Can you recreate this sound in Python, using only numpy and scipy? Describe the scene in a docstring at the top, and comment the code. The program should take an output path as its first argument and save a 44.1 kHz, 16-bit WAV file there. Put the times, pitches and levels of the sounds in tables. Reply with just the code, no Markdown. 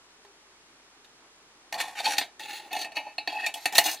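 """Thin, tinny knocks and scrapes, close to the microphone in a quiet room: a metal sheet is slid
behind the wire handle of a small can stove on a table. Each knock is one click, each scrape a
stream of tiny slips, and both ring the same thin metal. Now and then the edge catches on a burr
or squeaks on one mode, and near the end the sheet snaps into place.
Faint handling sounds come first; room tone with a mains hum lies underneath."""
import sys
import numpy as np
from scipy import signal
from scipy.fft import rfft, irfft, next_fast_len
from scipy.io import wavfile
from scipy.ndimage import uniform_filter1d

SR = 44100
rng = np.random.default_rng(int(sys.argv[2]) if len(sys.argv) > 2 else 0)


def to_wav(sig):
    """Store sig (one row per channel, or 1-D mono) as 16-bit WAV at the path in sys.argv[1].

    Samples outside -1..1 are clipped; the rate is SR.
    """
    pcm = np.clip(np.atleast_2d(sig), -1, 1) * 32767
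    pcm = np.round(pcm).astype(np.int16)
    wavfile.write(sys.argv[1], SR, pcm.T)  # frames by channels


N = 176400

# bass, middle, upper middle and treble bands: (low edge [Hz], high edge [Hz])
BANDS = [(30, 1200), (1200, 3100), (3100, 4800), (4800, 17000)]
# broad colour of the thin metal under its modes: (frequency [Hz], gain [dB])
METAL_COLOUR = [(40, -31.5), (130, -16), (280, -2.5), (450, -1), (600, 0.5), (1030, 6), (1350, -4.5),
                (2200, 2), (4000, 1), (4800, -1), (9000, -5.5), (15000, -9.5), (16100, -23)]
CLICK_S = 0.0048  # a click carries the energy of its level held for this long
CUTOFF_HZ = 16000


def knocks():
    """The sheet knocks faintly in the hand, then on can and handle; hard contacts are brighter."""
    # (time [s], bass [dB], middle [dB], upper middle [dB], treble [dB],
    #  lower favoured mode [Hz], upper favoured mode [Hz], their lift [dB])
    contacts = [(0.246, -49.5, -56, -57, -63, 1580, 4400, 4),
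                (1.044, -72, -52.5, -52, -59.5, 3030, 3660, 10), (1.723, -30, -29, -34, -34, 1940, 4640, 7),
                (1.739, -31, -34, -30, -39, 2440, 4460, 13), (1.799, -34.5, -26, -34, -32.5, 2440, 4200, 9),
                (2.18, -23.5, -19, -17.5, -21, 2470, 3240, 2),
                (2.209, -33.5, -29.5, -35, -51, 1750, 4360, 6),
                (2.393, -46.5, -38, -39, -44, 1800, 3800, 7),
                (2.727, -33.5, -32, -32, -35, 2580, 3580, 13.5), (2.917, -44, -41, -46, -56, 2620, 4400, 6),
                (2.966, -31, -26.5, -31.5, -42, 2530, 4360, 15),
                (3.179, -30, -25, -26, -47, 2690, 4124, 21.5),
                (3.272, -26, -23.5, -24, -40.5, 2710, 4420, 13),
                (3.461, -32.5, -23, -28, -29, 2310, 3730, 15),
                (3.538, -38.5, -28, -27, -33, 3024, 3380, 20.5),
                (3.654, -22.5, -17.5, -21.5, -25, 1960, 4290, 6.5),
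                (3.752, -28.5, -20.5, -25, -22.5, 2650, 3780, 18),
                (3.779, -13.5, -11.5, -10, -12.5, 1980, 4380, 8.5),
                (3.785, -25, -15, -27, -19, 2900, 4330, 10)]
    # every knock also thumps the table and sounds the hollow of the can: (frequency [Hz], lift [dB])
    table_and_can = [(150, 9.5), (725, 5)]
    trim_db, microphone_delay_s = -1, 0.0018
    out = np.zeros((2, N))
    for s, *band_db, lower_hz, upper_hz, lift_db in contacts:
        force = amp(np.add(band_db, trim_db)) * np.sqrt(CLICK_S * SR)
        favoured = table_and_can + [(lower_hz, lift_db), (upper_hz, lift_db)]
        add(out, s + microphone_delay_s, np.tensordot(force, metal(s, favoured), 1))
    return out


def scrapes():
    """The sliding edge makes a juddering stream of tiny slips, each ringing the metal."""
    # one list per stroke along the can: (time [s], bass [dB], middle [dB], upper middle [dB], treble [dB])
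    strokes = [
        [(1.75, -36.5, -50, -51, -46), (1.77, -34, -58, -65, -65), (1.786, -40, -36, -33, -40),
         (1.802, -23, -32.5, -33, -36), (1.812, -52, -30, -33, -33.5), (1.828, -36.5, -52, -45, -50),
         (1.848, -38, -43.5, -46, -47), (1.95, -48, -53, -55, -56.5)],
        [(1.95, -46, -44, -56, -52.5), (1.995, -40, -29.5, -31, -37.5), (2.004, -44, -41, -31, -50),
         (2.02, -39, -41, -52, -45), (2.056, -30, -28, -22.5, -32.5), (2.08, -31, -37.5, -34, -38.5),
         (2.128, -35, -31.5, -34.5, -31), (2.154, -37.5, -42, -43, -55), (2.176, -48, -41, -41, -41)],
        [(2.4, -42.5, -43, -42, -47), (2.472, -46.5, -43.5, -49.5, -52.5), (2.512, -41, -39.5, -39.5, -44),
         (2.532, -39.5, -39.5, -41, -45.5), (2.56, -49, -43, -43, -46), (2.578, -45, -45.5, -42.5, -48),
         (2.644, -48.5, -54.5, -58.5, -66), (2.666, -41, -65, -57, -56), (2.69, -60, -51, -66, -73)],
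        [(2.707, -37.5, -38, -44, -53), (2.732, -37, -39, -47, -54), (2.753, -33, -33, -35, -42),
         (2.783, -33.5, -42, -39.5, -41), (2.823, -42.5, -38, -37, -40), (2.851, -35, -42, -43.5, -66),
         (2.883, -48.5, -84, -81, -94), (2.91, -49, -61, -62, -69)],
        [(2.945, -40, -71, -70, -64), (2.957, -44, -33, -35, -43), (2.971, -35, -28, -35, -50),
         (2.979, -32, -36, -38, -49.5), (3.015, -48, -57, -53, -66), (3.035, -67, -51, -65, -64),
         (3.069, -36.5, -45, -53, -63), (3.15, -71, -61, -77, -72)],
        [(3.295, -32.5, -36, -33, -48), (3.349, -39.5, -48, -50, -58), (3.405, -37.5, -35, -40, -51),
         (3.429, -36, -39, -47, -54), (3.453, -36, -38, -38, -49), (3.465, -50, -45, -32.5, -36.5),
         (3.477, -41, -45, -50, -73), (3.489, -33.5, -39, -61, -65), (3.52, -59, -65, -62, -66)],
        [(3.83, -53, -57, -40, -36), (3.854, -27, -30.5, -27.5, -23), (3.884, -33, -26, -32, -31.5),
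         (3.908, -40.5, -36.5, -36, -30), (3.948, -43, -49, -47, -40), (3.995, -82, -71, -51.5, -89)],
    ]
    # short nudges between the knocks, same columns
    nudges = [
        [(2.21, -30, -35, -34, -45), (2.23, -63, -41, -36.5, -50), (2.26, -79, -74, -70, -53.5)],
        [(3.555, -32, -44, -48, -47), (3.599, -58, -52, -52, -53), (3.648, -47, -52, -46, -45)],
        [(3.722, -35.5, -38, -42, -38), (3.746, -30, -39, -46, -41), (3.75, -40, -38, -18, -24)],
        [(3.76, -40, -24, -41, -34), (3.774, -34, -37, -30, -25.5)],
    ]
    # trim on those levels: (bass [dB], middle [dB], upper middle [dB], treble [dB])
    band_trims = [-3, -1.5, -1.96, -2.36]
    slips_per_s, spread_db, judder_db, fade_s = 2200, 5, 2, 0.003
    out = np.zeros((2, N))
    for stroke in strokes + nudges:
        times, *levels = np.transpose(stroke)
        t = np.arange(times[0] - fade_s, times[-1] + fade_s, 1 / SR)
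        n = len(t)
        slips = (rng.random(n) < slips_per_s / SR) * rng.choice([-1, 1], n)
        strength = amp(spread_db * np.minimum(rng.exponential(1, n), 4))
        judder = amp(judder_db * wander(n, span_s=0.0021))
        fade = np.minimum(np.minimum(t - t[0], t[-1] - t) / fade_s, 1)
        friction = unit(slips * strength * judder) * fade
        for band, level_db, trim_db in zip(metal(times.mean()), levels, band_trims):
            force = friction * amp(np.interp(t, times, level_db) + trim_db)
            add(out, t[0], signal.fftconvolve(band, [force], axes=1))
    return out


def catches():
    """A burr snags the edge for an instant: a gritty click that rings mostly one mode."""
    # (time [s], favoured mode [Hz], level in that mode's band [dB])
    snags = [(2.001, 715, -28.5), (2.434, 3630, -40), (2.504, 1790, -37), (2.792, 4240, -43),
             (2.817, 4300, -31), (2.845, 2500, -31.5)]
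    spill_db, lift_db = -12, 10.5
    out = np.zeros((2, N))
    for s, hz, db in snags:
        band_db = [db if low <= hz < high else db + spill_db for low, high in BANDS]
        force = amp(band_db) * np.sqrt(CLICK_S * SR)
        add(out, s, np.tensordot(force, metal(s, [(hz, lift_db)]), 1))
    return out


def squeaks():
    """Slips lock to one mode: a rough, wavering tone swells and fades, dead centre."""
    # the edge sings: (centre time [s], half length [s], pitch [Hz], level at the crest [dB])
    squeals = [(1.795, .025, 4220, -39), (2.054, .016, 4380, -28), (2.066, .03, 2545, -32),
               (2.076, .022, 865, -21), (2.094, .014, 850, -28), (2.76, .06, 845, -35),
               (2.815, .05, 4470, -39), (3.072, .04, 830, -40), (3.365, .1, 846, -39),
               (3.395, .025, 1840, -37), (3.39, .16, 2590, -37), (3.452, .035, 1850, -31),
               (3.452, .03, 2580, -34), (3.472, .03, 2420, -33), (3.478, .035, 850, -34)]
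    wobble_share, wobble_s, flutter_db = 0.0078, 0.0034, 3
    out = np.zeros((2, N))
    for s, half_s, hz, db in squeals:
        n = int(2 * half_s * SR)
        turns = np.cumsum(hz * (1 + wobble_share * wander(n, wobble_s))) / SR
        flutter = amp(flutter_db * wander(n, wobble_s))
        tone = unit(np.sin(2 * np.pi * turns) * flutter)
        add(out[:1], s - half_s, (amp(db) * np.hanning(n) ** 2 * tone)[None])
    return out


def metal(s, favoured=()):
    """Metal and room answer a click at time s: bands of equal energy x (mid, side) x samples."""
    # crowded, quickly dying modes of the thin metal: (frequency [Hz], width [Hz], lift [dB])
    clusters = [(298.3, 53, 12.5), (374, 60, 5), (701, 223, 14), (832.7, 91, 17.5), (1821, 140, 14),
                (2575, 270, 5.5), (2860, 110, 9), (3094, 310, 6), (4390, 260, 3.5), (5020, 220, 8),
                (6120, 130, 13), (6650, 610, 6.5)]
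    # clear, longer modes of can and handle, and above 5 kHz of the thin sheet: (frequency [Hz], relative level
    # [dB], t60 [s])
    clear_modes = [(308.4, -21, 0.19), (698, -9, 0.15), (800, -7, 0.15), (846, -2.5, 0.21),
                   (1840, -6, 0.09), (2148, -10, .12), (2330, -8, 0.21), (2594, 1, 0.15), (2876, -7, 0.19),
                   (3811, -13, 0.22), (4330, -1, 0.06), (4475, -4, 0.1), (5680, -7, 0.09),
                   (6990, -12, 0.15), (9010, -14, 0.15), (10340, -14, 0.13), (12550, -14, 0.12)]
    # the tone shifts along the way: (time [s], mode gain [dB], body gain [dB], sizzle gain [dB])
    coupling = [(1.75, -6, -13.5, -8), (2.15, -3.5, 3, -15), (2.55, -4, -0.5, -27), (3.0, 6, -0.5, -2),
                (3.4, 2.5, -1.5, -7), (3.8, -3, -2, 3)]
    # stereo width at the microphone: (frequency [Hz], side gain [dB])
    stereo_width = [(60, -16), (130, -40), (640, -92), (1410, -73.5), (3100, -14.5), (6820, -8),
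                    (15000, -1.5)]
    clank_t60_s, rise_s = 0.039, 0.00018
    ring_db, sheen_db, room_db = -7.5, -8.5, -8
    body_below_hz, sizzle_above_hz = 870, 12200
    lift_width_hz = 116  # at 1 kHz; grows with the root of the frequency
    times, *columns = np.transpose(coupling)
    mode_db, body_db, sizzle_db = [np.interp(s, times, column) for column in columns]

    def gain_db(hz):
        """Spectrum of the clank; the spot that is hit favours some modes: (frequency [Hz], lift [dB])."""
        humps = sum(amp(db + mode_db) ** 2 / (1 + (2 * (hz - f) / width) ** 2) ** 2
                    for f, width, db in clusters)
        body = body_db / (1 + (hz / body_below_hz) ** 6)
        sizzle = sizzle_db * (1 - 1 / (1 + (hz / sizzle_above_hz) ** 12))
        lifts = sum(db * np.exp(-((hz - f) / lift_width_hz) ** 2 * 1000 / f) for f, db in favoured)
        return read(METAL_COLOUR, hz) + 10 * np.log10(1 + humps) + body + sizzle + lifts

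    t = np.arange(16384) / SR
    attack = 1 - np.exp(-t / rise_s)
    clank = tint(rng.standard_normal((2, len(t))) * attack * amp(-60 * t / clank_t60_s), gain_db)
    ring = sum(amp(db - 60 * t / t60) * np.sin(2 * np.pi * (hz * t + rng.random((2, 1))))
               for hz, db, t60 in clear_modes)
    room = tint(room_tail(t), gain_db)
    ringing = amp(ring_db + mode_db) * unit(ring) + amp(sheen_db) * unit(sheen(t))
    mid, side = unit(clank) + attack * ringing + amp(room_db) * unit(room)
    pair = np.array([mid, tint(side, lambda hz: read(stereo_width, hz))])
    bands = [bandpass(pair, edges, order=6) for edges in BANDS]
    return np.array([band / np.linalg.norm(band[0]) for band in bands])


def sheen(t, mean_count=40, above_hz=4800, t60_s=0.1):
    """Fine treble modes of the sheet shift as it bends, so each contact rings a random handful."""
    hz = np.fft.rfftfreq(len(t), 1 / SR)
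    treble = (hz > above_hz) & (hz < CUTOFF_HZ)
    picked = treble & (rng.random(len(hz)) < mean_count / treble.sum())
    real, imag = rng.standard_normal((2, 2, len(hz)))
    spectrum = (real + 1j * imag) * picked * amp(read(METAL_COLOUR, hz))
    return irfft(spectrum, len(t)) * amp(-60 * t / t60_s)


def room_tail(t, rise_s=0.0017):
    """The room's reflections build up quickly and die away at a rate set by frequency."""
    # reverberation time: (frequency [Hz], t60 [s])
    decay_times = [(150, 0.2), (700, 0.27), (2000, 0.24), (5000, 0.16), (14000, 0.2)]
    hz, times, spectra = signal.stft(rng.standard_normal((2, len(t))), SR, nperseg=256)
    decay = amp(-60 * times / read(decay_times, hz)[:, None])
    _, tail = signal.istft(spectra * decay, SR, nperseg=256)
    return tail[:, :len(t)] * (1 - np.exp(-t / rise_s))


def handling():
    """A faint low ring follows the first soft knock; later the hand moves in with a dull rustle."""
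    ring_at_s, ring_hz, ring_db, ring_t60_s = 0.25, 402, -55.5, 0.45
    rustle_centre_s, rustle_length_s, rustle_db = 1.245, 0.16, -61.5
    out, t = np.zeros((2, N)), np.arange(SR // 2) / SR
    ring = amp(ring_db - 60 * t / ring_t60_s) * np.sin(2 * np.pi * ring_hz * t)
    add(out[:1], ring_at_s, ring[None])
    rustle = unit(bandpass(rng.standard_normal(len(t)), edges_hz=(350, 1600), order=2))
    swell = np.sin(np.pi * np.minimum(t / rustle_length_s, 1)) ** 2
    add(out[:1], rustle_centre_s - rustle_length_s / 2, (amp(rustle_db) * swell * rustle)[None])
    return out


def room_tone(noise_db=-60.3, hum_hz=49, hum_db=-81):
    """Steady noise of the quiet room around the microphone, with a faint mains hum in the centre."""
    # colour of the room noise: (frequency [Hz], gain [dB])
    colour = [(20, -16), (45, -29), (77, -15.5), (193, -9), (300, -4), (420, -2), (540, -7), (950, -4),
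              (1500, -6.5), (3000, -12), (6000, -17), (10000, -25), (12500, -35), (16000, -52)]
    # its stereo width: (frequency [Hz], side minus mid [dB])
    stereo_width = [(60, -9), (180, -21), (550, -19), (1650, -2), (4970, 6), (15000, 10.5)]
    noise = tint(rng.standard_normal((2, N)), lambda hz: read(colour, hz))
    mid, side = amp(noise_db) * unit(noise)
    hum = amp(hum_db) * np.sqrt(2) * np.sin(2 * np.pi * hum_hz * np.arange(N) / SR)
    return np.array([mid + hum, tint(side, lambda hz: read(stereo_width, hz))])


def amp(db):
    """Decibels to amplitude."""
    return 10 ** (np.asarray(db) / 20)


def unit(x):
    """Scales to rms 1."""
    return x / np.sqrt(np.mean(x ** 2) + 1e-20)


def read(points, hz):
    """Reads a table on a log-frequency axis."""
    f, value = np.transpose(points)
    return np.interp(np.log(hz + 1), np.log(f + 1), value)


def add(mix, s, sound):
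    """Mixes a sound in at time s."""
    part = mix[:, max(round(s * SR), 0):][:, :sound.shape[1]]
    part += sound[:, :part.shape[1]]


def wander(n, span_s):
    """Smooth random drift of rms 1."""
    size = max(int(span_s * SR), 2)
    return unit(uniform_filter1d(uniform_filter1d(rng.standard_normal(n), size), size))


def bandpass(x, edges_hz, order):
    """Keeps the band between two edges."""
    return signal.sosfilt(signal.butter(order, edges_hz, "band", fs=SR, output="sos"), x)


def tint(x, gain_db):
    """Causal filter whose gain is a function of frequency."""
    n = next_fast_len(2 * x.shape[-1])
    log_gain = np.log(amp(gain_db(abs(np.fft.fftfreq(n, 1 / SR)))))
    response = np.exp(np.conj(signal.hilbert(log_gain)))[:n // 2 + 1]
    return irfft(rfft(x, n) * response, n)[..., :x.shape[-1]]


def scene():
    """All sources at the microphone, turned from mid and side to left and right."""
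    mid, side = knocks() + catches() + scrapes() + squeaks() + handling() + room_tone()
    return np.array([mid + side, mid - side])


def record(dry):
    """The recorder's band limit cuts the highest treble."""
    lowpass = signal.firwin(255, CUTOFF_HZ, window=("kaiser", 9), fs=SR)
    return signal.oaconvolve(dry, lowpass[None], "same")


dry = scene()
out = record(dry)
to_wav(out)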